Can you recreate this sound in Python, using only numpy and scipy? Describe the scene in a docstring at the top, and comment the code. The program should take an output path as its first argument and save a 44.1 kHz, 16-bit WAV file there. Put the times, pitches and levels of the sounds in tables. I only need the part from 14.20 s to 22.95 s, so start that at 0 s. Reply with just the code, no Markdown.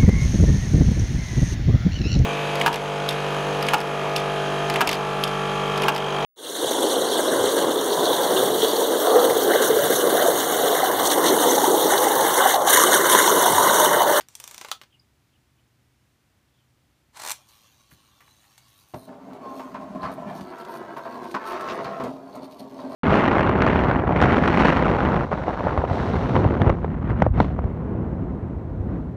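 """Ripcord flywheel toy on a table

A toothed plastic cord clicks into a small hollow toy, each tooth ringing the shell, and is ripped out.
The flywheel whirrs in the hand, its axle scraping once a turn. Set down on a wooden table, the toy
skates on its spinning tip, knocks, chatters and rattles, exciting the modes of the board.
The room is small and quiet, with a low hum and a few faint chirps."""
import sys
import numpy as np
from scipy import signal
from scipy.fft import rfft, irfft
from scipy.io import wavfile
from scipy.ndimage import uniform_filter1d, map_coordinates

SR = 44100
rng = np.random.default_rng(int(sys.argv[2]) if len(sys.argv) > 2 else 0)


def transcribe(signal):
    """Save signal, clipped to [-1, 1], as a 16-bit WAV file at the path in sys.argv[1]."""
    frames = np.atleast_2d(signal).T
    limited = np.clip(frames, -1, 1)
    pcm = np.round(limited * 32767).astype(np.int16)
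    wavfile.write(sys.argv[1], SR, pcm)


N = 385875
TIME = np.arange(N) / SR

PULL_START_S, PULL_END_S, SLACK_TEETH = 2.9268, 3.119, 0.6
REFERENCE_TEETH_PER_S = 38.4  # cord speed at which the friction levels apply
TOUCH_S, RELEASE_S = 4.76, 4.872  # the tip meets the table, then takes the toy's weight

# the toy bumping on the table: t/s, thud level/dB, clack level/dB
KNOCKS = [(4.7379, -4.5, -16), (5.395, -12, -11), (5.544, -35, -7), (5.75, -10.5, -22), (5.831, -14, -3.5),
          (6.765, -12, -7.5), (6.852, -11.5, -11), (7.143, -3, 3), (7.649, -19, -8), (7.799, -6, -6),
          (7.836, -6.5, -11), (8.226, -11.5, -25), (8.4, -13, -25), (8.588, -15, -16.5)]
# the toy's loop on the table: t/s, place (0 front edge, 1 middle, 2 far side, 3 way back, 4 front edge)
PLACE = [(5.45, 0.2), (5.7, 1), (6.15, 1), (6.35, 2.4), (7.12, 2), (7.3, 2.5), (7.78, 3.4), (7.93, 4.1)]
# modes of the flywheel and its cage: f/Hz, bandwidth/Hz, level/dB
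CAGE = [(1110, 61, 3), (2960, 530, -4), (3960, 300, 2), (4480, 128, 7.5), (6360, 920, 2), (9120, 1240, 0.5),
        (12200, 850, -1), (13460, 650, -5)]
# spectra of contact forces: f/Hz, level/dB
SNAP = [(100, -35), (500, -25), (1200, -19), (3000, 2.5), (8000, 4), (10400, -0.5), (12000, 4), (15500, 0)]  # sharp click on plastic
BODY = [(80, -13.5), (250, -6.5), (700, -2), (1200, 0), (2200, -1), (4000, -2), (12000, -23.5)]  # knock on the shell
RATTLE = [(400, -3), (1500, 5), (3300, 15), (4400, 12.5), (5400, 10), (7800, -2), (9000, 8), (10400, -5),
          (12000, 7), (15000, -41)]  # flywheel against its cage
ROLL = [(30, -25), (70, -14), (130, -4.5), (260, -2.5), (650, -1.5), (900, -10), (1400, -41), (3000, -22),
        (8000, -43.5)]  # dull contact with wood
CHATTER = [(150, -43.5), (450, -3), (750, -4), (1100, 2), (1500, -5), (2200, -5.5), (3200, -15),
           (4400, -18), (6000, -25), (9000, -38), (15000, -73)]  # hard contact with wood


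def ripcord():
    """Impact and friction: teeth snap past the pinion, the cord rubs in its slot, its handle hits home."""
    # teeth on the way in: t/s, snap level/dB, shell knock level/dB
    teeth_in = [(0.0862, -24, -33), (0.153, -11.5, -28), (0.201, -13, -22.5), (0.2404, -13, -23),
                (0.277, -14.5, -24), (0.312, -17.5, -21.5), (0.345, -17.5, -20.5), (0.38, -14, -19.5),
                (0.4133, -19, -12), (0.4478, -23, -11.5), (0.486, -24, -16.5)]
    # the handle striking the shell and rebounding: t/s, level/dB
    handle_hits = [(0.515, 3.5), (0.517, -21.5), (0.525, -11)]
    # force spectra: f/Hz, level/dB
    handle_force = [(100, -29), (400, -11.5), (1100, -1.5), (1900, -11.5), (3000, 3), (4500, -9.5),
                    (7000, -5.5), (10500, -14.5), (15000, -17)]
    rub_force = [(100, -18.5), (300, -1.5), (600, 1), (900, -2.5), (2000, 0.5), (5000, 3), (9000, 2.5),
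                 (10400, -4.5), (15000, -8)]
    # modes: f/Hz, bandwidth/Hz, level/dB
    shell_modes = [(1060, 400, 4.5), (2360, 330, 7.5), (3570, 290, 2), (5920, 500, 6), (6600, 320, -4.5),
                   (7460, 120, 6.5), (9170, 910, 2), (11360, 500, -0.5), (13530, 570, -0.5)]
    slot_modes = [(963, 240, 14.5), (1514, 540, -2.5), (1930, 1400, 3.5), (4220, 150, 3), (6000, 520, 5),
                  (7100, 600, 7), (9030, 400, -7)]
    handle_modes = [(1040, 85, 9.5), (1290, 57, 8.5), (3380, 190, 5), (3660, 210, 4), (4430, 190, 9.5),
                    (5740, 500, -1)]  # handle and shell struck together
    teeth_out, speed_out = pull()
    times, snap_db, knock_db = np.vstack([teeth_in, teeth_out]).T
    snaps = ring(blows(times, snap_db, t60=.014, scatter=1.0), SNAP, shell_modes, bed_db=-12.5)
    body = ring(blows(times, knock_db, t60=.061, scatter=1.33), BODY, slot_modes, bed_db=6)
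    handle_blows = blows(*np.transpose(handle_hits), t60=.021, scatter=2.3)
    handle = ring(handle_blows, handle_force, handle_modes, bed_db=-3.5)
    rub = unit(ring(grains(2450, spread_db=2), rub_force, slot_modes, bed_db=4))
    tooth_times = np.array(teeth_in)[:, 0]
    speed_in = np.interp(TIME, tooth_times, 1 / np.gradient(tooth_times), left=0)
    speed_in *= TIME < handle_hits[0][0]
    friction = amp(-48.5) * (speed_in / REFERENCE_TEETH_PER_S) ** 1.86
    return snaps + body + handle + rub * friction + drag(speed_out)


def pull():
    """Uniform acceleration: teeth come ever faster and harder. Gives their impacts and the cord speed."""
    acceleration = 598  # teeth/s^2
    travel = acceleration * (PULL_END_S - PULL_START_S) ** 2 / 2
    passed = np.append(np.arange(SLACK_TEETH, travel), travel)  # each tooth, then the cord's end
    elapsed = np.sqrt(2 * passed / acceleration)
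    tooth_rate = acceleration * elapsed
    snap_db = -32 + 0.2379 * tooth_rate
    knock_db = -24.5 + 0.71 * 20 * np.log10(tooth_rate / tooth_rate[0])
    speed = acceleration * np.maximum(TIME - PULL_START_S, 0) * (TIME < PULL_END_S)
    return np.column_stack([PULL_START_S + elapsed, snap_db, knock_db]), speed


def drag(speed):
    """Sliding friction: the taut cord grates on the pinion, swelling as each tooth rides over it."""
    # friction spectrum: f/Hz, level/dB
    drag_force = [(200, -12.5), (800, 5), (1700, 7), (3000, -0.5), (8500, 0.5), (15000, -14.5)]
    # modes ringing under the strain: f/Hz, bandwidth/Hz, level/dB
    taut_modes = [(930, 190, 6.5), (4230, 120, 9.5)]
    teeth_passed = np.cumsum(speed) / SR - SLACK_TEETH
    mesh_db = 3.6 * np.cos(2 * np.pi * teeth_passed)
    grate = unit(ring(rng.standard_normal(N), drag_force, taut_modes))
    return grate * speed / REFERENCE_TEETH_PER_S * amp(-44.5 + mesh_db)


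def flywheel(turn):
    """Rotation modulates friction: the axle scrapes, rattles in its play and grinds as the toy tilts."""
    # whirr of the axle in its bearings: t/s, level/dB
    whirr_levels = [(3.15, -57.5), (3.24, -66), (3.33, -61), (3.62, -67.5), (4.45, -63.5), (4.85, -67),
                    (4.91, -75.5), (5.2, -71.5), (5.39, -57.5), (5.6, -72), (6.04, -73), (6.15, -62),
                    (6.68, -65.5), (7.1, -59), (7.21, -63), (7.45, -58), (8.03, -67.5), (8.2, -66.5),
                    (8.75, -62)]
    # looseness: t/s, rattle's share of the power (0-1)
    looseness = [(4.8, 0), (5.8, 0.2), (7.8, 0.6), (8.1, 0.67)]
    # bursts: t/s, duration/s, level/dB
    axle_grinds = [(3.283, 0.16, -66.5), (3.695, 0.061, -62.5), (4.472, 0.35, -67), (4.747, 0.14, -63),
                   (5.335, 0.082, -74), (5.91, 0.046, -57.5), (6.084, 0.12, -68), (6.385, 0.048, -64),
                   (6.474, 0.12, -59), (6.762, 0.036, -58), (7.027, 0.04, -68), (7.256, 0.084, -56.5),
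                   (7.398, 0.031, -60), (7.468, 0.085, -68.5), (8.125, 0.04, -66), (8.225, 0.049, -66.5),
                   (8.3, 0.034, -63), (8.385, 0.028, -55.5)]
    rim_brushes = [(4.76, 0.13, -67), (5.81, 0.065, -54), (6.265, 0.058, -63), (6.39, 0.031, -54),
                   (7.635, 0.034, -49.5), (8.12, 0.044, -59), (8.21, 0.058, -61), (8.385, 0.031, -56),
                   (8.57, 0.18, -67)]
    # force spectra: f/Hz, level/dB
    bearing_force = [(150, -37), (500, -0.5), (900, 9.5), (2000, 1), (3500, 5), (4400, -3), (5200, -0.5),
                     (6400, -1), (7800, -5.5), (9200, -6.5), (10400, -7.5), (12000, -5), (15000, -5)]
    grind_force = [(1500, -33), (5000, -4.5), (7800, -9.5), (9300, -1), (10400, -1), (12200, 1.5),
                   (15000, -3)]
    loose = curves(looseness)[0]
    ringing = rim(turn)
    scrape = unit(ring(rng.standard_normal(N) * amp(3.5 * turn), bearing_force, CAGE, bed_db=-5))
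    knocking = grains(260 * amp(6 * turn), spread_db=2)
    rattle = np.sqrt(loose) * unit(ring(knocking, RATTLE, CAGE, bed_db=-3))
    whirr = np.sqrt(1 - loose) * scrape + rattle + amp(-11.5) * ringing
    whirr = wander(whirr, depth_db=4, frame=1024) * amp(curves(whirr_levels)[0])
    # spurts deepen once the toy wobbles freely on the table
    spurts_db = np.interp(after(RELEASE_S), [0, 1], [1.3, 2.5]) * wobble(30)
    grit = grains(700 * amp(7 * turn), spread_db=3.5)
    fizz = unit(wander(ring(grit, grind_force, CAGE, bed_db=3), depth_db=4.5, frame=512))
    grinding = bursts(axle_grinds) * (fizz + amp(2.5) * rattle)
    return (whirr + grinding) * amp(spurts_db) * after(PULL_END_S) + bursts(rim_brushes) * ringing


def rim(turn):
    """Resonance: the rim brushes its cage once a turn, ringing higher and broader once standing free."""
    # rim modes: f/Hz, bandwidth/Hz, level/dB
    held_modes = [(4105, 130, 3), (9180, 260, 4)]
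    free_modes = [(4340, 330, -5), (9300, 310, -19)]
    touches = grains(1200 * amp(7 * turn), spread_db=2)
    held_ring = unit(ring(touches, RATTLE, held_modes, bed_db=-39))
    free_ring = unit(ring(touches, RATTLE, free_modes, bed_db=-39))
    free = after(RELEASE_S)
    return (1 - free) * held_ring + free * free_ring


def tip(turn):
    """Roughness excitation: the spinning tip rumbles over the grain, and chatters and scrapes in skids."""
    # the tip on the wood: t/s, rolling level/dB, chatter level/dB
    skate_levels = [(4.89, -39.5, -47.5), (5.04, -45, -50), (5.28, -38.5, -46), (5.5, -43, -48),
                    (5.62, -37.5, -44), (5.72, -38, -50.5), (5.822, -35.5, -39), (5.84, -35, -35.5),
                    (5.915, -33.5, -33), (5.96, -39.5, -46.5), (6.08, -36, -37.5), (6.25, -41.5, -46),
                    (6.33, -41, -40), (7.06, -38.5, -41), (7.13, -41, -50.5), (7.21, -49, -37),
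                    (7.29, -34.5, -31), (7.58, -34.5, -35), (7.78, -39, -38.5), (7.85, -30.5, -34),
                    (7.93, -41.5, -53.5), (8.06, -45, -55.5), (8.18, -40, -48.5), (8.31, -46, -55),
                    (8.46, -43.5, -56.5), (8.62, -37, -51.5), (8.75, -41.5, -43.5)]
    # skids across the grain: t/s, duration/s, level/dB
    cross_skids = [(5.385, 0.038, -55.5), (7.025, 0.07, -55.5), (7.295, 0.092, -48.5), (7.47, 0.068, -42)]
    # force spectra: f/Hz, level/dB
    scratch_force = [(600, -21), (1500, 15.5), (2300, 11.5), (4400, -4), (8000, -24.5)]
    scrape_force = [(1000, -1), (2400, 4.5), (6200, -10), (9000, -29)]
    roll_db, chatter_db = curves(skate_levels)
    roughness = wander(grains(700 * amp(5 * turn), spread_db=3), depth_db=3, frame=4096)
    roll = board(roughness, ROLL, bed_db=-18)
    skid = wander(grains(1500 * amp(3.2 * turn), spread_db=-0.5), depth_db=4.5, frame=4096)
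    chatter = unit(board(skid, CHATTER, bed_db=-10.5)) * amp(chatter_db)
    scratch_db = 1.594 * chatter_db + 4 * wobble(22)  # grows faster than the chatter
    grit = wander(grains(500 * amp(5.6 * turn), spread_db=3.5), depth_db=4.5, frame=1024)
    scratch = unit(ring(grit, scratch_force)) * amp(scratch_db)
    cross_grain = grains(2500 * amp(5 * turn), spread_db=2)
    scrape = unit(ring(cross_grain, scrape_force)) * bursts(cross_skids)
    rumble = (amp(-1) * unit(drift(roll)) + board_hum()) * amp(roll_db)
    return (rumble + chatter + scratch + scrape) * pressure()


def pressure():
    """Contact load as a gain: uneven as the toy wobbles, light while held and in the hop before a knock."""
    hop_s = 0.03
    hop = sum(np.clip(1 - (s - TIME) / hop_s, 0, 1) * (TIME < s) for s, _, _ in KNOCKS)
    held = 1 - after(RELEASE_S)
    return amp(-12.5 * held - 3.5 * hop + 1.35 * wobble(34)) * after(TOUCH_S)


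def knocks():
    """Impact and rebound: each landing drives the board with a low thud and a brighter clack."""
    # first touch, full blow and rebound: delay/s, level/dB
    stages = [(0, 0), (0.0065, 0), (0.021, -5)]
    # dull bumps of hand and toy: t/s, level/dB
    soft_hits = [(3.724, -22), (3.781, -39), (4.745, -10), (5.836, -11.5), (6.059, -16), (6.21, -11),
                 (7.659, -14), (7.831, -10.5)]
    # their force spectrum: f/Hz, level/dB
    soft_force = [(25, -29), (75, -5.5), (130, -2), (260, -5.5), (500, -25.5), (1500, -75)]
    contacts = [(s + delay, thud + db, clack + db) for s, thud, clack in KNOCKS for delay, db in stages]
    times, thud_db, clack_db = np.transpose(contacts)
    thud = board(blows(times, thud_db, t60=.067, scatter=1.0), ROLL, bed_db=-11)
    clack = board(blows(times, clack_db, t60=.095, scatter=3.3), CHATTER, bed_db=-8.5)
    bumps = ring(blows(*np.transpose(soft_hits), t60=.12, scatter=1.0), soft_force)
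    return thud + clack + bumps


def board(x, force, bed_db):
    """Modal coupling: the strength of each tabletop mode depends on where the toy drives it."""
    # f/Hz, bandwidth/Hz, then level/dB at the front edge, middle, far side and way back
    wood_modes = [(139.6, 17, 2, 3, -1.5, 3), (189, 16.6, 3, 5, -17, 5), (225, 34, -23, 5, 3, -18),
                  (262, 15, 9.5, 6.5, 4, 3.5), (327.7, 11.4, -22, 5.5, 7.5, 7.5),
                  (359, 21, -1, -22, 7, -2.5), (400, 24, 2.5, 0.5, -5, 7), (487, 50, 0, -25, -2.5, 3),
                  (612, 24.75, 2, 3, -6, -15), (670, 45, 6.5, 2.5, -1.5, 6.5), (704, 35, 5, 4.5, 7.5, 0.5),
                  (790, 48, 0.5, 0, -13, -2), (924, 76, 4, 3, 7.5, -3), (1036, 57, 4, 7.5, 9.5, -4),
                  (1066, 67, 2, 5.5, 4.5, -4), (1220, 23, -22, 1, -13, -22), (1317, 93, 0, 3.5, 1, 1),
                  (1550, 170, -6.5, 0, 4.5, -5.5)]
    place, stations = curves(PLACE)[0], 4
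    out = np.zeros(N)
    for k in range(stations):
        distance = np.abs((place - k + stations / 2) % stations - stations / 2)
        local_modes = np.array(wood_modes)[:, [0, 1, 2 + k]]
        out += np.clip(1 - distance, 0, 1) * ring(x, force, local_modes, bed_db)
    return out


def board_hum():
    """Forced vibration: the rolling tip sustains two low board modes, each loudest near one place."""
    # f/Hz, bandwidth/Hz, place on the loop, level/dB relative to the rolling
    low_modes = [(265, 14, 0.2, -4), (188, 14, 1, -3)]
    place = curves(PLACE)[0]
    out = np.zeros(N)
    for hz, width, loudest_at, db in low_modes:
        nearness = np.clip(np.cos(np.pi / 2 * (place - loudest_at)), 0, 1)
        resonance = signal.lfilter(*signal.iirpeak(hz, hz / width, SR), rng.standard_normal(N))
        out += amp(db) * nearness * unit(resonance)
    return out


def shell_taps():
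    """Impulse response: limbs, fingers and the cord's handle tap the hollow figure, which ticks and knocks."""
    # light taps: t/s, tick level/dB, body level/dB
    taps = [(0.009, -25.5, -17), (0.615, -30, -19), (0.635, -44, -25.5), (2.947, -47, -34),
            (3.287, -30.5, -53), (3.735, -34, -42), (4.379, -26.5, -30.5), (4.743, -36, -23),
            (5.133, -38, -31), (5.925, -39, -31), (6.21, -32, -24), (6.384, -33, -31), (6.45, -34, -24),
            (6.768, -42, -35), (7.113, -26, -22), (7.148, -34, -15), (7.41, -30, -18), (7.645, -33, -21),
            (7.838, -23.5, -29), (8.155, -28, -37)]
    # fingers shifting their hold: t/s, level/dB
    nudges = [(3.713, -28.5), (4.006, -26), (4.016, -30.5), (4.078, -31.5), (4.242, -35)]
    # a fingertip's force spectrum: f/Hz, level/dB
    finger_force = [(400, -7), (1000, -0.5), (2400, -2.5), (5000, -16)]
    # modes of the hollow figure: f/Hz, bandwidth/Hz, level/dB
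    hollow_modes = [(1090, 210, 5), (1890, 470, 6)]
    times, tick_db, body_db = np.transpose(taps)
    tick = ring(blows(times, tick_db, t60=.061, scatter=4.3), SNAP, CAGE, bed_db=-14)
    nudge = ring(blows(*np.transpose(nudges), t60=.077, scatter=2.5), finger_force, hollow_modes)
    body = ring(blows(times, body_db, t60=.038, scatter=1.6), BODY)
    return tick + nudge + body


def chirps():
    """Random phase and amplitude modulation make faint gliding tones hoarse and broken."""
    # t/s, duration/s, start f/Hz, end f/Hz, level/dB
    glides = [(0.701, 0.078, 3360, 2620, -60.5), (0.794, 0.009, 5200, 4700, -54.5),
              (1.128, 0.055, 3270, 2610, -65.5), (1.374, 0.037, 2630, 3130, -68),
              (2.322, 0.12, 3600, 2910, -73)]
    out = np.zeros(N)
    for s, length, start_hz, end_hz, db in glides:
        progress = np.clip((TIME - s) / length, 0, 1)
        phase = 2 * np.pi * np.cumsum(start_hz + (end_hz - start_hz) * progress) / SR
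        hoarse = np.sin(phase + 1.3 * wobble(700))
        out += amp(db) * np.sin(np.pi * progress) * hoarse * unit(amp(3 * wobble(130)))
    return out


def room(x):
    """Reverberation: wall reflections decay exponentially, each frequency at its own rate."""
    # f/Hz, T60/s
    decay_times = [(150, 0.21), (1000, 0.14), (4000, 0.16), (14000, 0.13)]
    hz, t, spectra = signal.stft(rng.standard_normal(SR // 2), SR, nperseg=256)
    decay = amp(-60 * t / along(decay_times, hz)[:, None])
    tail = signal.istft(spectra * decay, SR, nperseg=256)[1]
    tail[:SR // 300] = 0  # gap before the first reflection
    return signal.fftconvolve(x, tail / np.linalg.norm(tail))[:N]


def background():
    """Ambient noise: a steady, bass-heavy rush and a wavering low hum."""
    # f/Hz, level/dB
    air_spectrum = [(15, -58), (25, -29), (61, -5), (99, -5.5), (129, -4.5), (183, -13.5), (221, -11.5),
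                    (305, -12.5), (433, -20.5), (509, -21.5), (782, -22), (2300, -24.5), (15500, -37)]
    hum_hz = 124
    air = amp(-66) * unit(ring(rng.standard_normal(N), air_spectrum))
    hum = amp(-73 + 3.5 * wobble(4.9)) * np.sin(2 * np.pi * hum_hz * TIME + 0.6 * wobble(9.2))
    return air + hum


def ring(x, force, modes=(), bed_db=0):
    """Source-filter model at unit energy: a force spectrum times resonances over a flat modal bed."""
    size = 16384
    hz = np.fft.rfftfreq(size, 1 / SR)
    peaks = sum(amp(db) ** 2 / (1 + (2 * (hz - f) / width) ** 2) for f, width, db in modes)
    magnitude = unit(amp(along(force, hz)) * np.sqrt(amp(bed_db) ** 2 + peaks))
    # folding the cepstrum gives a causal, minimum-phase response
    cepstrum = irfft(np.log(magnitude + 1e-6))
    cepstrum[1:size // 2] *= 2
    cepstrum[size // 2 + 1:] = 0
    response = irfft(np.exp(rfft(cepstrum)))[:size // 2]
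    return signal.oaconvolve(x, response)[:N]


def blows(times, dbs, t60, scatter):
    """Impact forces: each is an impulse followed by a decaying scatter of tiny rebounds."""
    out, t = np.zeros(N + SR), np.arange(SR // 8) / SR
    for s, db in zip(times, dbs):
        blow = rng.standard_normal(len(t)) * amp(-60 * t / t60)
        blow *= scatter / np.linalg.norm(blow)
        blow[0] += 1
        out[max(0, round(s * SR)):][:len(t)] += amp(db) * blow / np.linalg.norm(blow)
    return out[:N]


def grains(per_s, spread_db):
    """Shot noise: random tiny impacts of uneven size, rms 1."""
    sizes = amp(spread_db * np.clip(rng.standard_normal(N), -2, 2))
    hits = rng.random(N) < per_s / SR
    return unit(hits * np.sign(rng.random(N) - .5) * sizes)


def wander(x, depth_db, frame):
    """Varying coupling: a shifting contact feeds each band more or less from moment to moment."""
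    spectra = signal.stft(x, nperseg=frame)[2]
    field = uniform_filter1d(rng.standard_normal(spectra.shape), size=3, axis=0)
    field = uniform_filter1d(field, size=6, axis=1)
    return signal.istft(spectra * amp(depth_db * unit(field)), nperseg=frame)[1][:N]


def drift(x):
    """Delay modulation: the resonances slide a few percent up and down as the tip wanders."""
    lag_s = .0018 * wobble(5)
    return map_coordinates(x, [np.arange(N) + lag_s * SR], mode="mirror")


def bursts(rows, edge_s=0.013):
    """A trapezoidal envelope for each row of t/s, duration/s, level/dB."""
    return sum(amp(db) * np.clip(np.minimum(TIME - s, s + length - TIME) / edge_s, 0, 1)
               for s, length, db in rows)


def wobble(knots_per_s):
    """A smooth random curve."""
    knots = rng.standard_normal(int(N * knots_per_s / SR) + 4)
    fine = map_coordinates(knots, [np.arange(10 * len(knots)) / 10])
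    return np.interp(np.arange(N) * knots_per_s / SR * 10, np.arange(len(fine)), fine)


def after(s):
    """A 20 ms fade-in from time s."""
    return np.clip((TIME - s) / .02, 0, 1)


def curves(rows):
    """One value per sample for each column after the time."""
    times, *columns = np.transpose(rows)
    return [np.interp(TIME, times, column) for column in columns]


def along(points, hz):
    """Points of f/Hz and value, interpolated on a logarithmic frequency axis."""
    f, values = np.transpose(points)
    return np.interp(np.log(hz + 1), np.log(f + 1), values)


def amp(db):
    """Decibels to gain."""
    return 10 ** (np.asarray(db) / 20)


def unit(x):
    """Scaled to rms 1."""
    return x / np.sqrt(np.mean(x ** 2) + 1e-20)


def scene():
    """Superposition: direct sound of toy and table, their reverberation and the background."""
    # the flywheel's falling rotation rate: t/s, f/Hz
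    spin_rates = [(3.1, 110.9), (4.3, 105.3), (5.3, 98.7), (5.9, 93.73), (8.7, 85.26)]
    spin_hz = curves(spin_rates)[0] * (1 + .008 * wobble(6))
    turn = np.sin(2 * np.pi * np.cumsum(spin_hz) / SR)  # one cycle per revolution
    toy_and_chirps = ripcord() + flywheel(turn) + shell_taps() + chirps()
    table = tip(turn) + knocks()
    ambient = background()
    reverberation = room(amp(-10) * toy_and_chirps + amp(-9) * table)
    return (toy_and_chirps + table + reverberation + ambient)[None]


def record(dry):
    """Band limiting: an ideal low-pass filter removes the highest treble."""
    cutoff_hz = 15500
    return irfft(rfft(dry) * (np.fft.rfftfreq(N, 1 / SR) < cutoff_hz), N)


dry = scene()
out = record(dry)
transcribe(out)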